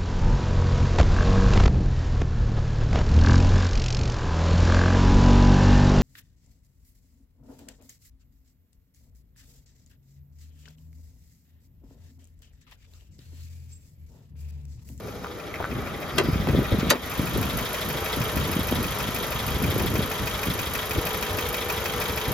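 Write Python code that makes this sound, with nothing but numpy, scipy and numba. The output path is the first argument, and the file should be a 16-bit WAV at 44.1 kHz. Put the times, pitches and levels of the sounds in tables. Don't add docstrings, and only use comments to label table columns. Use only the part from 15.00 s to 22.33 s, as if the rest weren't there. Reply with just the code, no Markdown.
import sys
import numpy as np
from scipy import signal
from scipy.fft import rfft, irfft, next_fast_len
from scipy.io import wavfile
from scipy.ndimage import uniform_filter1d, minimum_filter1d
from numba import njit

SR = 44100
rng = np.random.default_rng(int(sys.argv[2]) if len(sys.argv) > 2 else 0)


def generate_wav(sig):
    pcm = np.round(np.clip(np.atleast_2d(sig).T, -1, 1) * 32767).astype(np.int16)
    wavfile.write(sys.argv[1], SR, pcm)


N = 323253
TIME = np.arange(N) / SR
SIZE = next_fast_len(N + SR // 10, True)
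FREQS = np.maximum(np.arange(SIZE // 2 + 1) * SR / SIZE, 1.)


def undb(db):
    return 10 ** (np.asarray(db) / 20)


def unit(x):
    return x / np.sqrt(np.mean(x ** 2))


def curve(table):
    return np.interp(TIME, *np.transpose(table))


def across(points, hz=FREQS):
    f, value = np.transpose(points)
    return np.interp(np.log(hz), np.log(f), value)


def colour(x, points):
    return irfft(rfft(x, SIZE) * undb(across(points)), SIZE)[..., :N]


def noise():
    return rng.standard_normal((2, N))


def walk(rate):
    step = max(int(SR / rate / 2), 1)
    knots = np.arange(0, N + step, step)
    drift = np.interp(np.arange(N), knots, rng.standard_normal(len(knots)))
    return unit(uniform_filter1d(drift, step))


def fade(age, t60):
    return (age >= 0) * np.exp(-np.log(1000) * np.maximum(age, 0) / t60)


def push(s, length):
    return np.exp(-(2 * (TIME - s) / length) ** 2)


# start_s, length_s, level_db
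GUST_TIMES = [(0.695, 0.23, -34.5), (1.15, 0.29, -30), (1.469, 0.017, -25), (1.529, 0.044, -22.5),
              (1.675, 0.046, -27), (1.712, 0.026, -25.5), (1.804, 0.099, -29.5), (2.18, 0.39, -31.5),
              (2.341, 0.035, -27), (2.841, 0.056, -32.5), (3.166, 0.04, -25.5), (3.346, 0.31, -29),
              (3.708, 0.11, -27.5), (4.01, 0.55, -36.5), (4.469, 0.11, -35.5), (4.593, 0.42, -27),
              (5.194, 0.071, -31.5), (5.463, 0.043, -28.5), (5.949, 0.011, -27), (6.888, 0.061, -36.5),
              (7.269, 0.032, -33)]
GUST_ATTACK_S, GUST_T60_S = 0.007, 0.41
BREEZE_DB = -40


def wind_level():
    power = undb(BREEZE_DB) ** 2
    for s, length, db in GUST_TIMES:
        rise = np.clip((TIME - s) / GUST_ATTACK_S + .5, 0, 1)
        fall = fade(np.maximum(TIME - s - length, 0), GUST_T60_S)
        power = power + (undb(db) * rise * fall) ** 2
    return 10 * np.log10(power) + 1.5 * walk(15)


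# pitch_hz, relative level_db
RUMBLE_COLOUR = [(20, -46), (35, -14), (58, 0.5), (90, -1.5), (140, -2.5), (250, -9), (400, -19.5),
                 (800, -52), (3000, -51)]


def wind(gust_db):
    rumble = unit(colour(noise(), RUMBLE_COLOUR) * undb(2.0 * walk(35)))
    flutter_colour = [(80, -17), (250, 1.0), (520, -7), (850, -22.0), (3000, -50)]
    flutter = unit(colour(noise(), flutter_colour) * undb(6.1 * walk(70)))
    strength_db = np.minimum(gust_db + 24.5, 0)
    return undb(gust_db) * rumble + undb(-31.0 + 1.4 * strength_db) * flutter


# time_s, relative level_db, pitch_hz
HARD_EDDIES = [(.73, -16, 260), (1.245, -16, 330), (1.288, -7, 262), (1.334, -8, 100), (1.36, -10, 198),
               (1.39, -20, 230), (1.413, -18, 270), (1.473, -10, 600), (1.488, -9.5, 234),
               (1.551, -8.5, 254), (1.579, -7, 190), (1.59, -13, 90), (1.72, -12, 430), (1.729, -6, 96),
               (1.789, -6, 171), (1.832, -7.5, 260), (2.196, -16, 240), (2.235, -15, 200),
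               (2.366, -11.5, 330), (2.385, -16, 190), (2.411, -18, 260), (2.491, -17, 400),
               (3.173, -13, 348), (3.209, -8, 141), (3.37, -12, 219), (3.487, -16, 350), (3.567, -7.5, 234),
               (3.594, -9.5, 220), (3.7255, -9, 553), (3.728, -7, 240), (3.8, -16, 220), (3.823, -14, 330),
               (4.09, -14.5, 230), (4.659, -22, 226.5), (4.683, -17, 424), (4.726, -12, 290),
               (4.764, -8, 360), (4.805, -12, 450), (4.849, -10, 352), (4.905, -14, 248), (4.94, -13, 260),
               (4.955, -10.5, 420), (4.993, -11, 190), (5.007, -11, 422), (5.052, -19, 300.4),
               (5.485, -11, 261), (5.985, -10.5, 68.2)]
SWIRL_COUNT, SWIRL_DB, SWIRL_HZ, SWIRL_OCTAVES = 110, -0.5, 201, 0.62
EDDY_SLOWING = 0.44


def eddies(gust_db):
    out = np.zeros(N)
    lesser = []
    for i in rng.integers(0, N, SWIRL_COUNT):
        hz = SWIRL_HZ * 2 ** (SWIRL_OCTAVES * rng.standard_normal())
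        lesser.append((TIME[i], gust_db[i] + SWIRL_DB, hz))
    for s, db, hz in HARD_EDDIES + lesser:
        middle = int(s * SR)
        span = slice(max(middle - SR // 20, 0), middle + SR // 20)
        stretch = np.maximum(1 + EDDY_SLOWING * (TIME[span] - s) * hz, 1e-9)
        swing = np.log(stretch) / EDDY_SLOWING
        envelope = np.exp(-(swing / 0.58) ** 2)
        out[span] += undb(db - 5.5) * envelope * np.sin(2 * np.pi * (swing + rng.random()))
    return out


# time_s, level_db
PUMP_REACH = [(0, -53), (2, -56), (2.7, -44.5), (3.8, -47.5), (5.6, -47.5), (6.1, -43.5)]
PUMP_HZ = 488.5


def pump():
    level = np.sqrt(2) * undb(curve(PUMP_REACH) + 3.2 * walk(14))
    return level * np.sin(2 * np.pi * PUMP_HZ * TIME + 0.5 * walk(14))


# time_s, length_s, level_db, pitch_hz
SHOE_SCRAPES = [(0.265, .03, -39, 1150), (0.313, 0.023, -38.5, 1250), (0.55, 0.026, -36.5, 2130),
                (0.609, 0.013, -22, 795), (0.627, 0.013, -32, 1170), (0.651, 0.017, -30, 1480)]
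# time_s, level_db, pitch_hz
STONE_SNAPS = [(.2455, -15, 1240), (.2605, -20, 1200), (.6025, -14, 700), (.617, -23, 1100),
               (.627, -17, 1300), (0.6431, -11.5, 1450), (.655, -22, 1500)]
SNAP_T60_S = 0.005


def scuffs():
    out = np.zeros((2, N))
    for s, length, db, hz in SHOE_SCRAPES:
        grit = noise() * undb(6.1 * walk(600))
        peak = [(hz / 4, -18), (hz * .7, -5), (hz, 0), (hz * 1.1, -4), (hz * 2, -24), (hz * 6, -40)]
        out += undb(db) * push(s, length) * unit(colour(grit, peak))
    for s, db, hz in STONE_SNAPS:
        out[0] += undb(db) * fade(TIME - s, SNAP_T60_S) * np.sin(2 * np.pi * hz * (TIME - s))
    return out


# pitch_hz, relative level_db
STEEL_CRACK = [(100, -4), (450, 7), (800, -1.5), (1500, 1.5), (4500, -7.5), (7500, -1), (9000, -3),
               (13000, -9.5), (16000, -23)]
# pitch_hz, t60_s
STEEL_CRACK_FADE = [(200, 0.28), (1500, 0.19), (5000, 0.074), (13000, 0.041)]
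CHATTER_DB, CHATTER_PER_S = 4, 460
SWELL_CYCLES = .8


def clacks(hits, modes, ring_db, crack_db):
    out = np.zeros((2, N))
    age = TIME[:SR // 3]
    size = len(age)
    hz = np.maximum(np.arange(size // 2 + 1) * SR / size, 1)
    octaves = 125 * 2. ** np.arange(8)
    for s, db, ring, tilt_db in hits:
        chatter = undb(CHATTER_DB * walk(CHATTER_PER_S)[:size])
        grit = rfft(rng.standard_normal((2, size)) * chatter) * undb(across(STEEL_CRACK, hz))
        crack = np.zeros((2, size))
        for f in octaves:
            band = irfft(grit * (np.abs(np.log2(hz / f)) < .5), size)
            crack += band * fade(age, ring * across(STEEL_CRACK_FADE, f))
        body = np.zeros((2, size))
        for f, mode_db, t60 in modes:
            swell = np.minimum(age * f / SWELL_CYCLES, 1)
            tone = np.sin(2 * np.pi * (f * age + rng.random((2, 1))))
            body += undb(mode_db) * swell * fade(age, ring * t60) * tone
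        mix = undb(crack_db) * unit(crack) + undb(ring_db) * unit(body)
        hardness = undb(tilt_db * np.log2(np.maximum(hz, 500) / 2000))
        clack = irfft(rfft(mix) * hardness, size)[:, :size // 2]
        start = int(s * SR)
        onset = np.std(clack[:, :SR // 200])
        out[:, start:start + size // 2] += undb(db) * clack / onset
    return out


# time_s, level_db, ring_length_share, tilt_db_per_octave
LATCH_HITS = [(1.181, -19, 0.49, 0.5), (1.184, -15, 0.76, -0.4), (1.1985, -20, 0.88, -3.5),
              (1.211, -39, .9, 0), (1.471, -27, 0.42, -4.5), (1.487, -28, 0.46, -4)]
# pitch_hz, relative level_db, t60_s before the ring share
LATCH_RING = [(351, -4.5, 0.16), (400, -1, .14), (480, -10, 0.11), (583, -1, 0.089), (1007, -8, .14),
              (1200, -9, .08), (1513, -4.5, 0.13), (1850, -4, 0.064), (2020, -2, 0.076), (2590, -4, 0.14),
              (2750, 0, 0.054), (3250, 3, 0.046), (4040, -3, 0.069), (4450, -3, 0.04)]


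def latch():
    return clacks(LATCH_HITS, LATCH_RING, ring_db=4.5, crack_db=2.0)


# time_s, level_db, ring_length_share, tilt_db_per_octave
CATCH_HITS = [(1.903, -9, 0.48, 5.5), (1.907, -4, 0.88, -0.2), (1.916, -20, 1.3, 0.5),
              (1.925, -19, 0.87, -2)]
# pitch_hz, relative level_db, t60_s before the ring share
CATCH_RING = [(251, -12, 0.39), (495, 2.5, 0.07), (595, 2, 0.081), (882, -6.5, 0.12), (1020, -10, .08),
              (1240, -14, .1), (1437, -9, 0.1), (1770, -5.5, 0.066), (1910, 0, 0.065), (2760, -10, .06),
              (3076, -5, .07), (3570, -7, .055), (3860, -6, 0.076), (4080, -11, .06), (4620, -1.5, 0.055),
              (6530, -2, 0.032), (13100, -13, .028)]
# time_s, length_s, level_db
CATCH_HISS = [(1.803, 0.022, -34), (1.9, 0.01, -23.5)]
# pitch_hz, relative level_db
CATCH_HISS_COLOUR = [(1200, -25), (2100, -11), (2500, 0), (2900, -5), (4300, -11), (7000, -14),
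                     (10000, -30)]


def catch():
    swells = sum(undb(db) * push(s, length) for s, length, db in CATCH_HISS)
    hiss = swells * unit(colour(noise(), CATCH_HISS_COLOUR))
    return hiss + clacks(CATCH_HITS, CATCH_RING, ring_db=2.5, crack_db=0)


# multiple of crank speed, relative level_db
PULLEY_TONES = [(27.8, -55), (34.5, -46.5), (62.5, -52.5), (75.5, -56), (104.7, -75), (182.6, -57.5)]
# time_s, relative level_db
WHINE_REACH = [(0, -5), (1.8, -8), (2.8, -6), (3.0, 5.5), (3.6, 0.5), (4.0, -17), (4.6, 5.5), (5.7, -6),
               (6, 6)]
BELT_SLIP = .011
JERK_TURNS = .003


def whine(crank):
    jerked = crank + JERK_TURNS * np.sin(2 * np.pi * 2 * crank)
    tones = 0
    for multiple, db in PULLEY_TONES:
        phase = 2 * np.pi * multiple * jerked + BELT_SLIP * multiple * walk(9)
        tones = tones + undb(db + 2.1 * walk(22)) * np.sin(phase)
    return np.sqrt(2) * undb(curve(WHINE_REACH)) * tones


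# pitch_hz, relative level_db
WHIRR_SPECTRUM = [(22, -28), (48, 7.5), (120, -3), (210, 2), (290, -9), (370, -4), (550, -2), (720, -2.5),
                  (1000, -1), (1600, -6), (3200, -7), (4300, -13), (5100, -13), (5500, -16.5), (6400, -13),
                  (9000, -20.5), (12000, -14), (16000, -47)]


def whirr():
    return undb(-34.4) * unit(colour(noise(), WHIRR_SPECTRUM)) * undb(0.6 * walk(11))


PLAY_S = .0004


def blows(cycle, pattern, spectrum, t60, contact, alike, scatter_db, uneven_db):
    age = TIME[:SR // 5]
    size = len(age)
    shape = fade(np.maximum(age - contact, 0), t60)
    hz = np.arange(size // 2 + 1) * SR / size
    clusters = np.arange(0, SR / 2, 220)
    turns = np.arange(-1, int(cycle[-1]) + 1)
    rings, power = np.zeros((2, N + size)), np.zeros(N + size)
    for place, db in pattern:
        voice = undb(uneven_db * np.interp(hz, clusters, rng.uniform(-1.4, 1, len(clusters))))
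        ring = shape * unit(irfft(rfft(rng.standard_normal((2, size))) * voice, size))
        starts = np.interp(turns + place, cycle, np.arange(N), left=-1, right=-1).astype(int)
        for start in starts[starts >= 0]:
            start = np.clip(start + int(PLAY_S * SR * rng.standard_normal()), 0, N)
            force = undb(db + scatter_db * rng.standard_normal())
            rings[:, start:start + size] += force * ring
            power[start:start + size] += (force * shape) ** 2
    rattle = np.sqrt(power[:N]) * noise()
    mix = np.sqrt(alike) * rings[:, :N] + np.sqrt(1 - alike) * rattle
    return unit(colour(mix, spectrum))


# place_in_cycle (0-1), relative level_db
FIRING_BLOWS = [(0.032, -0.82), (0.281, 0.96), (0.529, -1.6), (0.831, -0.83)]
# pitch_hz, relative level_db
BLOCK_SPECTRUM = [(25, -22), (50, 7), (100, 8), (200, -19), (290, -1), (420, -1.5), (600, -2.5), (750, -37),
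                  (1500, -12.5), (5000, -70)]


def firings(cycle):
    return undb(-40.5) * blows(cycle, FIRING_BLOWS, BLOCK_SPECTRUM, t60=0.1, contact=0.011,
                               alike=0.56, scatter_db=3.0, uneven_db=2.0)


# place_in_cycle (0-1), relative level_db
TAPPET_BLOWS = [(.235, -1), (.485, 0), (.735, -1.5), (.985, 6)]
# pitch_hz, relative level_db
TAPPET_SPECTRUM = [(1000, 0), (2500, 0.5), (3500, 2), (5000, -2), (6500, -14), (9000, -8), (15000, -21)]


def tappets(cycle):
    return undb(-41.5) * blows(cycle, TAPPET_BLOWS, TAPPET_SPECTRUM, t60=0.1, contact=0.0034,
                               alike=0.95, scatter_db=2.0, uneven_db=13)


# place_in_cycle (0-1), relative level_db
INJECTOR_BLOWS = [(.196, 4), (.444, 6.5), (.694, 4), (0.945, 2.5)]
# pitch_hz, relative level_db
INJECTOR_SPECTRUM = [(2000, -7), (4500, -9), (7000, -9), (9000, -2.5), (11500, 4), (13600, 1.5),
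                     (14600, -0.5), (16000, -38)]


def injectors(cycle):
    return undb(-40.5) * blows(cycle, INJECTOR_BLOWS, INJECTOR_SPECTRUM, t60=0.054, contact=0.0041,
                               alike=0.21, scatter_db=2.2, uneven_db=6.5)


# place_in_cycle (0-1), relative level_db
VALVE_BLOWS = [(0.036, 4), (.285, 3), (0.536, 2.8), (0.785, 4.5)]
# pitch_hz, relative level_db
VALVE_SPECTRUM = [(700, -22), (1500, -4.5), (3200, 6.5), (5000, -7.5), (6500, -1.5), (8500, -11),
                  (11500, 3), (13500, -10.5), (14600, -6), (16000, -37)]


def valves(cycle, facing_db):
    level = undb(-41.5 + facing_db / 2)
    return level * blows(cycle, VALVE_BLOWS, VALVE_SPECTRUM, t60=0.099, contact=0.0024,
                         alike=0.55, scatter_db=1.2, uneven_db=14.5)


# place_in_cycle (0-1), relative level_db
KNOCK_BLOWS = [(0.044, -9), (0.29, -19), (0.54, 1), (0.796, -10)]
# pitch_hz, relative level_db
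KNOCK_SPECTRUM = [(400, -14), (900, -4.5), (1400, 2.5), (1900, 3.5), (2600, 8), (3000, -6), (4500, -6.5),
                  (6000, -7), (9000, -9), (12000, -6), (15000, -9)]


def knock(cycle, facing_db):
    level = undb(-38.5 + facing_db)
    return level * blows(cycle, KNOCK_BLOWS, KNOCK_SPECTRUM, t60=0.092, contact=0.0026,
                         alike=0.75, scatter_db=0.3, uneven_db=1.5)


# pitch_hz, width_hz, lift_db
BAY_RESONANCES = [(413, 16, 10.5), (601, 53, 5.5), (973, 54, 2.5), (1294, 390, 5.5), (1856, 250, 3),
                  (2319, 29, 6.5), (3170, 80, 5), (3820, 116, 5.5), (4570, 110, 2.5), (5160, 160, 4),
                  (6030, 140, 5)]


def bay(sound):
    lift_db = sum(db / (1 + (2 * (FREQS - hz) / width) ** 2) for hz, width, db in BAY_RESONANCES)
    return irfft(rfft(sound, SIZE) * undb(lift_db), SIZE)[:, :N]


# time_s, speed_rpm
CRANK_SPEED = [(0.0, 762.4), (0.8, 764.4), (1.8, 767.6), (2.7, 756.6), (3.0, 766), (3.7, 767), (4.0, 750),
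               (4.3, 752), (4.7, 762), (4.95, 752), (5.2, 760), (5.5, 748), (5.8, 756), (6.1, 763),
               (6.3, 748), (6.55, 768), (6.8, 762), (7.05, 750), (7.33, 766)]
START_CYCLE = .0745


def engine():
    crank = np.cumsum(curve(CRANK_SPEED)) / 60 / SR
    cycle = START_CYCLE + crank / 2
    facing_db = np.interp(TIME, [4.6, 6], [-2.5, 1.5])
    parts = whirr() + firings(cycle) + tappets(cycle) + injectors(cycle)
    parts += valves(cycle, facing_db) + knock(cycle, facing_db)
    return bay(parts), whine(crank)


@njit
def resonate(x, hz, width):
    y, band, low = np.empty(len(x)), 0., 0.
    for i in range(len(x)):
        g, k = np.tan(np.pi * hz[i] / SR), width / hz[i]
        v = (band + g * (x[i] - low)) / (1 + g * (g + k))
        band, low = 2 * v - band, low + 2 * g * v
        y[i] = k * v
    return y


# opening (0-1), opening_spread, relative level_db, pitch_hz, width_hz
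GAP_WIDTHS = [(.17, 0.045, 1, 4800, 895), (.28, .09, -0.5, 3800, 1100), (.45, .2, 0, 3300, 1223)]
GAP_OCTAVES = 1.4


def gap(sound, opening):
    out = np.zeros((2, N))
    for best, spread, db, hz, width in GAP_WIDTHS:
        centre = hz * 2 ** np.clip(GAP_OCTAVES * (opening - best), -.2, .2)
        ring = sound
        for _ in range(2):
            ring = np.array([resonate(x, centre, float(width)) for x in ring])
        out += undb(db) * np.exp(-((opening - best) / spread) ** 2) * ring
    return out


# time_s, opening (0-1)
HOOD_OPENING = [(.7, 0.01), (1.2, 0.17), (1.85, 0.27), (2.05, 0.66), (2.7, 1)]
# pitch_hz, relative level_db
GRILLE_PATH = [(50, -19), (300, 3), (400, 0.5), (650, -2), (820, 0.5), (900, -9), (1070, -6), (1200, -0.5),
               (1450, -3), (1620, -4), (2200, -2.5), (2900, -9), (4000, -8), (5000, -9.5), (7000, -10),
               (14000, -16.5)]
FAR_DB, ARRIVE_S = -6, 1.37
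GRILLE_SHUT_DB, GRILLE_LIFTED_DB = 0.5, -12.5
LEAK_DB, OPEN_DB = -17, -1.5


def hood(sound):
    opening = np.clip(curve(HOOD_OPENING), 0, 1)
    near = undb(FAR_DB * np.maximum(1 - TIME / ARRIVE_S, 0))
    grille_db = GRILLE_SHUT_DB + (GRILLE_LIFTED_DB - GRILLE_SHUT_DB) * opening ** 4
    detour = np.roll(colour(sound, GRILLE_PATH), SR // 90, axis=-1)
    slit = np.roll(gap(sound, opening), SR // 400, axis=-1)
    direct = (undb(LEAK_DB) + undb(OPEN_DB) * opening) * sound
    return near * (undb(grille_db) * detour + slit + direct)


# pitch_hz, relative level_db
WING_PATH = [(500, 2.5), (1000, -2.5), (2200, -5.5), (5000, 2.5), (12000, 1.5)]
CORNER_S, CORNER_LENGTH_S = 0.61, 0.4


def shade(sound):
    behind = np.clip((CORNER_S - TIME) / CORNER_LENGTH_S, 0, 1)
    return sound + behind * (colour(sound, WING_PATH) - sound)


# pitch_hz, likeness (0-1)
PORT_LIKENESS = [(60, .83), (400, .86), (900, .68), (2200, .67), (3500, .58), (5000, .68), (5500, .5),
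                 (7000, .6), (8500, .99), (10000, .88), (12500, .93), (13500, .99)]
# pitch_hz, phase by which left leads in radians
PORT_LEAD = [(400, .1), (1100, .6), (1800, -.3), (2700, 1.4), (3800, .6), (5250, .6), (5750, -1.6),
             (6500, -.9), (7700, -2.9), (8700, -3.14), (9500, -3.4), (10000, -4.1), (13300, -6.2),
             (16000, -6.28)]
# pitch_hz, left_minus_right_db
PORT_BALANCE = [(150, 0), (600, 3), (1200, 3), (2300, -1.5), (3300, 2), (5000, 2.5), (5800, 0.5), (7500, 0),
                (9000, -1.5)]


def ports(pair):
    common, apart = rfft(pair, SIZE)
    like = np.clip(across(PORT_LIKENESS), 0, 1)
    side = np.array([[1], [-1]])
    both = common * np.sqrt((1 + like) / 2) + side * apart * np.sqrt((1 - like) / 2)
    both = both * undb(side * across(PORT_BALANCE) / 2)
    lag = np.exp(-1j * across(PORT_LEAD) * np.array([[0], [1]]))
    return irfft(both * lag, SIZE)[:, :N]


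def scene():
    gust_db = wind_level()
    clatter, tones = engine()
    pair = wind(gust_db) + scuffs() + latch() + catch() + shade(hood(clatter))
    return ports(pair) + eddies(gust_db) + pump() + tones


LIMIT_DB, HOLD_S, RELEASE_S = 0, 0.11, 0.034
TOP_HZ = 15900


def record(dry):
    needed = np.minimum(undb(LIMIT_DB) / np.maximum(np.abs(dry).max(axis=0), 1e-9), 1)
    hold = int(HOLD_S * SR) // 2 * 2 + 1
    held = minimum_filter1d(needed, hold, origin=hold // 2)
    cut = np.maximum.accumulate(np.log(1 - held + 1e-9) + TIME / RELEASE_S) - TIME / RELEASE_S
    smooth = SR // 1000
    gain = uniform_filter1d(minimum_filter1d(1 - np.exp(cut), smooth), smooth)
    low_pass = signal.ellip(8, .2, 80, TOP_HZ, fs=SR, output="sos")
    return signal.sosfilt(low_pass, dry * gain)


dry = scene()
out = record(dry)
generate_wav(out)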